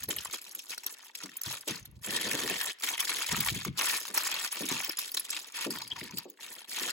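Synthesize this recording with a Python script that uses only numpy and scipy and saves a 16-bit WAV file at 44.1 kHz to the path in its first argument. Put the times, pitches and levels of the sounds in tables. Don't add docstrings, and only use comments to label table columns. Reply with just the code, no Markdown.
import sys
import numpy as np
from scipy import signal
from scipy.fft import rfft, irfft, next_fast_len
from scipy.io import wavfile
from scipy.ndimage import uniform_filter1d, map_coordinates

SR = 44100
rng = np.random.default_rng(int(sys.argv[2]) if len(sys.argv) > 2 else 0)


def store_pcm(level_fs):
    pcm = np.round(np.clip(level_fs, -1, 1) * 32767).astype(np.int16)
    wavfile.write(sys.argv[1], SR, np.atleast_2d(pcm).T)


N = 305157
TOP_HZ = 15900


def amp(db):
    return 10 ** (np.asarray(db) / 20)


def power(db):
    return np.exp(np.maximum(db, -200) * np.log(10) / 10)


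def unit(x):
    return x / np.sqrt(np.mean(x ** 2) + 1e-20)


def along(points, hz):
    f, v = np.transpose(points)
    return np.interp(np.log(hz + 1), np.log(f + 1), v)


def filtered(x, response):
    m = next_fast_len(N + SR // 2)
    spectrum = rfft(x, m) * response(np.fft.rfftfreq(m, 1 / SR))
    return irfft(spectrum, m)[..., :N]


def coloured(x, spectrum):
    return unit(filtered(x, lambda hz: amp(along(spectrum, hz))))


def placed(times, sounds):
    starts = np.maximum(times * SR, 0).astype(int)
    at = (starts[:, None] + np.arange(sounds.shape[-1])).ravel()
    return np.array([np.bincount(at, side.ravel(), N)[:N] for side in sounds])


def wobble(rate):
    knots = rng.standard_normal(N // 100)
    return map_coordinates(knots, [np.arange(N) * rate / SR], mode="mirror")


def wide(shape, side_db=-14):
    mid, side = rng.standard_normal((2, *shape))
    return np.array([mid + amp(side_db) * side, mid - amp(side_db) * side])


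def hand_time(size=32):
    return np.arange(0, N, size) / SR


def per_sample(control):
    return np.interp(np.arange(N) / SR, hand_time(), control)


GRIP_DB_PER_S, RELEASE_DB_PER_S = 1051.5, 749.5
SETTLE_DB, SETTLE_DB_PER_S = -16, 216


def stroke(start, length, db, swell_db):
    t = hand_time() - start
    early, late = np.maximum(-t, 0), np.maximum(t - length, 0)
    held = db + swell_db * (np.clip(t / length, 0, 1) - .5)
    release = np.maximum(-RELEASE_DB_PER_S * late, SETTLE_DB - SETTLE_DB_PER_S * late)
    return held + release - GRIP_DB_PER_S * early


# (frequency [Hz], relative level [dB])
AIR_SPECTRUM = [(70, 4), (250, 44), (1000, 37), (16000, -66)]


def air(level_db=-74.5):
    return amp(level_db) * coloured(rng.standard_normal((2, N)), AIR_SPECTRUM)


# (frequency [Hz], 60 dB decay time [s])
BED_DECAY = [(200, 0.28), (2000, 0.84), (14000, 0.0057)]


def bed(x, near_db=-11, far_db=-22):
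    near_t60 = .04
    wall_hz, t, z = signal.stft(rng.standard_normal((2, SR // 4)), SR, nperseg=256)
    decay = amp(-60 * t / along(BED_DECAY, wall_hz)[:, None])
    far = signal.istft(z * decay, SR, nperseg=256)[1]
    near = rng.standard_normal(far.shape) * amp(-60 * np.arange(far.shape[1]) / SR / near_t60)
    echo = amp(near_db) * near / np.linalg.norm(near[0]) + amp(far_db) * far / np.linalg.norm(far[0])
    dull = filtered(x, lambda hz: 1 / (1 + (hz / 11000) ** 2))
    delayed = np.pad(dull, ((0, 0), (SR // 1000, 0)))
    return signal.fftconvolve(delayed, echo, axes=1)[:, :N]


# (frequency [Hz], relative level [dB])
LINER_SPECTRUM = [(25, -11), (60, 10.5), (205, 2), (470, 0.5), (620, -4.5), (1200, -2), (4000, -10)]
# (start [s], length [s], relative level midway [dB],
# swell from start to end [dB], centre of the rumble [Hz])
DRAG_STROKES = [(0.023, 0.27, -58.5, -11.5, 130), (1.822, 0.19, -55, 0, 95), (2.077, 0.49, -47, 3, 324),
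                (3.298, 0.32, -54, -7, 93.5), (5.766, 0.43, -58.5, 3.5, 196),
                (6.478, 0.092, -66, -4.5, 394)]
SHAKE_DB, SHAKE_HZ = -22.5, 477


def slide(crackle_db, rough_db=4.5, catches_per_s=45, width=1.856):
    rub = coloured(wide((N,)), LINER_SPECTRUM)

    def rumble(hz):
        band = signal.butter(2, [hz / width, hz * width], "band", fs=SR, output="sos")
        return unit(signal.sosfilt(band, rub))

    drags = sum(per_sample(amp(stroke(*push))) * rumble(hz) for *push, hz in DRAG_STROKES)
    shaken = amp(crackle_db + SHAKE_DB) * rumble(SHAKE_HZ)
    return (drags + shaken) * amp(rough_db * wobble(catches_per_s))


# (time [s], relative peak level [dB], reference pitch [Hz])
PARCEL_BUMPS = [(0.085, -34, 370), (1.237, -41, 260), (1.469, -38.5, 142), (1.674, -34, 370),
                (1.698, -35, 188), (3.322, -31, 158), (3.379, -31.5, 166), (3.519, -32.5, 133),
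                (3.557, -33.5, 182), (3.662, -33, 204), (3.682, -30, 148), (4.101, -44, 308),
                (4.608, -31.5, 264), (4.716, -28.5, 223), (5.663, -27, 276), (6.015, -37, 240),
                (6.135, -36, 204), (6.254, -38.5, 380), (6.81, -36, 292)]


def bumps(octaves=0.52, size=8192):
    s, db, pitch = np.transpose(PARCEL_BUMPS)
    lead_s = .01
    t, hz = np.maximum(np.arange(size) / SR - lead_s, 0), np.fft.rfftfreq(size, 1 / SR)

    def shudder(ratio, t60, attack):
        shake = wide((len(s), size)) * amp(-60 * t / t60) * (1 - np.exp(-t / attack))
        hump = np.exp(-.5 * (np.log2((hz + 1) / (ratio * pitch[:, None])) / octaves) ** 2)
        return irfft(rfft(shake) * hump * amp(along(LINER_SPECTRUM, hz)))

    knock = shudder(ratio=1.55, t60=0.1, attack=0.0011)
    thud = shudder(ratio=0.95, t60=0.23, attack=0.0019)
    ring = knock + thud
    gain = amp(db + 1.0) / np.abs(ring).max((0, 2))
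    return placed(s - lead_s, ring * gain[:, None])


def squeak(at_s=5.92, spread_s=.014, level_db=-35, pitch_hz=3220, width_hz=140):
    ring = unit(filtered(rng.standard_normal(N), lambda hz: 1 / (1 + ((hz - pitch_hz) / width_hz) ** 2)))
    swell = np.exp(-2 * ((np.arange(N) / SR - at_s) / spread_s) ** 2)
    return amp(level_db) * ring * swell


# (time [s], relative level [dB], lowest mode [Hz])
PANEL_POPS = [(0.185, -35.5, 2877), (0.257, -40, 1063), (0.778, -50, 1420), (1.292, -47.5, 1900),
              (2.998, -34, 3060), (3.346, -29.5, 1300), (3.65, -37.5, 1160), (4.179, -32, 930),
              (4.267, -34.5, 1130), (4.448, -38.5, 1450), (5.772, -41, 980), (5.962, -43, 990),
              (6.012, -40.5, 2000)]


def pops(t60=0.016, attack=0.00038, overtone_db=-7, size=2048):
    s, db, hz = np.transpose(PANEL_POPS)
    t = np.arange(size) / SR
    ratios = np.array([1, 1.09, 1.42, 1.85])
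    phase = rng.random((len(s), len(ratios), 1))
    modes = np.sin(2 * np.pi * (hz[:, None, None] * ratios[:, None] * t + phase))
    mixed = (modes * amp(overtone_db * (ratios > 1))[:, None]).sum(1)
    ring = mixed * amp(-60 * t / t60) * (1 - np.exp(-t / attack))
    return placed(s, (ring * amp(db + 10.5)[:, None])[None])


# (start [s], length [s], relative crackle level midway [dB],
# swell from start to end [dB], broad panels relative to the crackle [dB])
FOLD_STROKES = [(0.0, .05, -46, -4.5, -14), (0.097, .175, -45, -5.5, -6.5), (0.335, .015, -36, 0, -11),
                (0.284, .4, -50, -7.5, -12), (0.706, .03, -38.5, -0.5, -12.5), (0.815, .13, -48, -1, -8),
                (0.97, .13, -55, 1.5, -4), (1.16, .1, -48, 2, -4.5), (1.286, .11, -57, -1.5, -1.5),
                (1.455, .085, -39, 2, -7), (1.551, .09, -49.5, -13, -5.5), (1.684, .13, -43, -17, -5),
                (2.039, .1, -39, 6.5, -7.5), (2.149, .56, -36.5, -1.5, -7), (2.794, .035, -48, 8, -6),
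                (2.837, .125, -38, -7.5, -5), (2.997, .06, -36, -3.5, -5.5), (3.079, .045, -32, -2.5, -7),
                (3.139, .16, -37, 0, -5.5), (3.307, .14, -36, -3, -4.5), (3.464, .04, -32, -2, -5),
                (3.527, .155, -42, -5, -7.5), (3.785, .19, -32, -3.5, -5), (3.986, .12, -42, 0, -8.5),
                (4.148, .33, -36.5, -3.5, -4.5), (4.518, .16, -39.5, 1, -7), (4.689, .25, -38.5, -11, -4.5),
                (4.986, .11, -40.5, -8, -12), (5.211, .11, -45.5, 4, -11), (5.329, .05, -36, 1, -13),
                (5.387, .15, -50, -8, -7), (5.546, .11, -38, 5, -4), (5.714, .22, -48, -8, -5.5),
                (5.963, .28, -51, -11, -3), (6.395, .065, -47, 5, -7.5), (6.479, .165, -49, -2, -7),
                (6.69, .06, -41, 5, -9.5), (6.755, .15, -36, 1, -6)]
RESTING_DB, RESTING_PANELS_DB = -69, -9
FLURRY_DB, STRAIN_DB_PER_S, FLURRY_DB_PER_S = -17.5, 2801.5, 850.5


def effort():
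    t = hand_time()
    creases = power(RESTING_DB)
    for s, db, _ in CREASE_SNAPS:
        fade_db = np.maximum(STRAIN_DB_PER_S * (s - t), FLURRY_DB_PER_S * (t - s))
        creases = creases + power(db + FLURRY_DB - fade_db)
    panels = creases * power(RESTING_PANELS_DB)
    for *push, panels_db in FOLD_STROKES:
        work = power(stroke(*push))
        creases, panels = creases + work, panels + work * power(panels_db)
    return per_sample(10 * np.log10(creases)), per_sample(10 * np.log10(panels))


def buckles(pitch_hz, t60, octaves, ring_db, ripple_db=6, ring_t60=0.05, lag_ms=0.069,
            scatter_ms=0.08, size=512, count=22):
    t, hz = np.arange(size) / SR, np.fft.rfftfreq(size, 1 / SR)
    pitch = pitch_hz.reshape(-1, 1)
    draw = rng.standard_normal((len(pitch), size + 1))
    ripple = signal.resample(rng.standard_normal((len(pitch_hz), count)), len(hz), axis=1)
    colour = np.repeat(amp(ripple_db * ripple), pitch_hz.shape[1], axis=0)
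    hump = np.exp(-.5 * (np.log2((hz + 1) / pitch) / octaves) ** 2)
    crack = rfft(draw[:, 1:] * amp(-60 * t / t60)) * hump * colour
    tone = rfft(np.sin(2 * np.pi * pitch * t) * amp(-60 * t / ring_t60))
    norm = lambda z: np.linalg.norm(z, axis=-1, keepdims=True)
    click = crack / norm(crack) + amp(ring_db) * tone / norm(tone)
    lag_s = (lag_ms + scatter_ms * draw[:, :1]) / 1000
    flight_s = .0008
    delay = lambda side: np.exp(-2j * np.pi * hz * (flight_s + side * lag_s / 2))
    pair = np.array([irfft(click * delay(side), size) for side in (-1, 1)])
    return pair / norm(pair[0])


def swarm(level_db, spectrum, pitch_hz, spread, t60, ring_db, size_db, thinning, count, size, order=3):
    busy = np.cumsum(amp(thinning * level_db))
    start = np.interp(rng.random(count), busy / busy[-1], np.arange(N) / SR)
    times = (start[:, None] + rng.exponential(.0025, (count, order))).ravel()
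    burst_db = size_db * np.clip(rng.standard_normal((count, 1)), -2, 2)
    sizes = amp(burst_db + 2 * rng.standard_normal((count, order))).ravel()
    facet = 0.489 * wobble(25)[(start * (SR - 1)).astype(int)] + rng.standard_normal(count)
    facets = facet[:, None] + 0.291 * rng.standard_normal((count, order))
    pitch = pitch_hz * 2 ** (spread * np.clip(facets, -2, 2))
    pitch = np.where(pitch > TOP_HZ, pitch / 2, pitch)
    clicks = buckles(pitch, t60, 1.0, ring_db, size=size)
    x = coloured(placed(times, clicks * sizes[:, None]), spectrum)
    smooth = uniform_filter1d(uniform_filter1d(np.mean(x ** 2, 0), size=2200), size=1200)
    return amp(level_db) * x / np.sqrt(np.abs(smooth) + 0.0053)


# (frequency [Hz], relative level [dB])
CREASE_SPECTRUM = [(120, -19), (1500, -10), (2800, -4), (7500, -7), (11000, -12), (16000, -18.5)]
PANEL_SPECTRUM = [(70, -52), (400, -9), (680, -10), (980, 2), (1350, -1.5), (1900, 3), (4500, 0),
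                  (12000, -58)]


def crinkle(crackle_db, panel_db):
    fine = swarm(crackle_db - 2.0, CREASE_SPECTRUM, 5139, spread=0.62, t60=.006, ring_db=-4,
                 size_db=3.5, thinning=.37, count=1900, size=384)
    broad = swarm(panel_db - 0.5, PANEL_SPECTRUM, 1564, spread=0.626, t60=.007, ring_db=-2.5,
                  size_db=1.5, thinning=.44, count=800, size=512)
    brush = coloured(rng.standard_normal((2, N)), CREASE_SPECTRUM)
    brush = brush + amp(panel_db - crackle_db) * coloured(rng.standard_normal(N), PANEL_SPECTRUM)
    soft_hz, brush_db, catch_db = 10000, -11, 2.5
    brush = filtered(brush, lambda hz: 1 / (1 + (hz / soft_hz) ** 2))
    return fine + broad + amp(crackle_db + brush_db + catch_db * wobble(76)) * brush


# (time [s], relative level [dB], centre pitch [Hz])
CREASE_SNAPS = [(0.0349, -26, 11200), (0.0874, -23, 11600), (0.107, -17, 2780), (0.163, -24.5, 12000),
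                (0.186, -26, 5500), (0.2483, -25.5, 6190), (0.333, -26, 7360), (0.549, -29.5, 11400),
                (0.592, -27, 6300), (0.6946, -28.5, 4610), (0.7786, -25, 3780), (0.8637, -21, 6040),
                (1.1509, -25, 4230), (1.2348, -25, 5200), (1.3682, -29, 10900), (1.414, -26, 6570),
                (1.434, -25, 4550), (1.6766, -22.5, 2950), (1.8544, -35, 3600), (2.164, -15.5, 4860),
                (2.311, -20, 2770), (2.332, -19.5, 2480), (2.498, -18, 2630), (2.611, -20, 1790),
                (2.8353, -20, 3550), (2.8868, -18.5, 3200), (2.9374, -21, 3200), (2.9783, -21, 2500),
                (3.004, -18, 2890), (3.168, -22, 3410), (3.218, -21, 3220), (3.316, -18.5, 2110),
                (3.405, -18.5, 6900), (3.563, -26, 3080), (3.6489, -25.5, 5740), (3.7906, -19, 3380),
                (3.895, -17.5, 1990), (4.143, -22, 8160), (4.1756, -15.5, 4980), (4.27, -19, 2500),
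                (4.325, -19, 3130), (4.341, -18.5, 3470), (4.4458, -19.5, 4550), (4.5234, -23, 11100),
                (4.802, -19.5, 1910), (4.8454, -21.5, 4530), (4.8938, -18, 4500), (4.971, -23.5, 4540),
                (4.988, -21, 4590), (5.117, -30, 4130), (5.1445, -19, 6130), (5.172, -14, 4540),
                (5.196, -22, 11660), (5.3053, -19, 6840), (5.7053, -23, 5400), (5.756, -27.5, 1820),
                (5.785, -27.5, 4030), (5.819, -26.5, 4830), (6.1724, -25, 3230), (6.1831, -23, 4540),
                (6.3, -37, 6400), (6.443, -30.5, 2930)]


def snaps(gap_s=0.0026, lead_db=-5, order=4):
    fall_db = 6
    s, db, hz = np.transpose(CREASE_SNAPS)[:, :, None]
    step = np.arange(order) - 1
    when = s + .0004 + step * gap_s * rng.uniform(0.55, 1, (len(s), order))
    pitch = hz * 2 ** (0.253 * np.clip(rng.standard_normal(when.shape), -2, 1))
    size_db = db + 9.5 - fall_db * abs(step) + lead_db * (step < 0)
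    clicks = buckles(pitch, t60=.0048, octaves=1.0, ring_db=-2, ripple_db=9.0)
    return placed(when.ravel(), clicks * amp(size_db).reshape(-1, 1))


# (start [s], main resonance [Hz],
# second resonance [Hz], gain of the main resonance [dB])
WRAPPER_GRIPS = [(0, 6000, 1420, -9.5), (2.03, 1840, 3200, -0.5), (2.78, 2230, 3270, -5.5),
                 (3.74, 5200, 1170, -12.5), (5.68, 926, 4800, 5), (6.3, 1900, 3100, -10.5)]
SECOND_RING_DB, WRAPPER_Q = -4, 8


def wrapper(x):
    grip = np.searchsorted([s for s, *_ in WRAPPER_GRIPS[1:]], np.arange(N) / SR)
    ring = lambda v, hz: signal.lfilter(*signal.iirpeak(hz, WRAPPER_Q, SR), v)
    out = x.copy()
    for k, (_, main_hz, second_hz, db) in enumerate(WRAPPER_GRIPS):
        held = x[:, grip == k]
        rung = ring(held, main_hz) + amp(SECOND_RING_DB) * ring(held, second_hz)
        out[:, grip == k] += amp(db) * rung
    return out


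def scene():
    crackle_db, panel_db = effort()
    foil = wrapper(crinkle(crackle_db, panel_db) + snaps()) + pops() + squeak()
    direct = foil + bumps() + slide(crackle_db)
    return direct + bed(direct) + air()


# (frequency [Hz], share [0 to 1])
CROSSFEED = [(3500, 0.0077), (5200, 0.014), (6800, 0.76), (9000, 0.94), (16000, 1)]
# (frequency [Hz], right minus left port [dB])
PORT_FACING = [(100, 0), (500, -2), (5500, -2.5), (7500, 11.5), (16000, 33.5)]


def record(dry):
    port_s = .000225
    ports = filtered(dry, lambda hz: amp(np.outer([-.5, .5], along(PORT_FACING, hz))))
    share = lambda hz: np.clip(along(CROSSFEED, hz), 0, 1)
    crossed = filtered(ports[::-1], lambda hz: share(hz) * np.exp(-2j * np.pi * hz * port_s))
    return filtered(ports - crossed, lambda hz: (hz < TOP_HZ) / np.sqrt(1 + share(hz) ** 2))


dry = scene()
out = record(dry)
store_pcm(out)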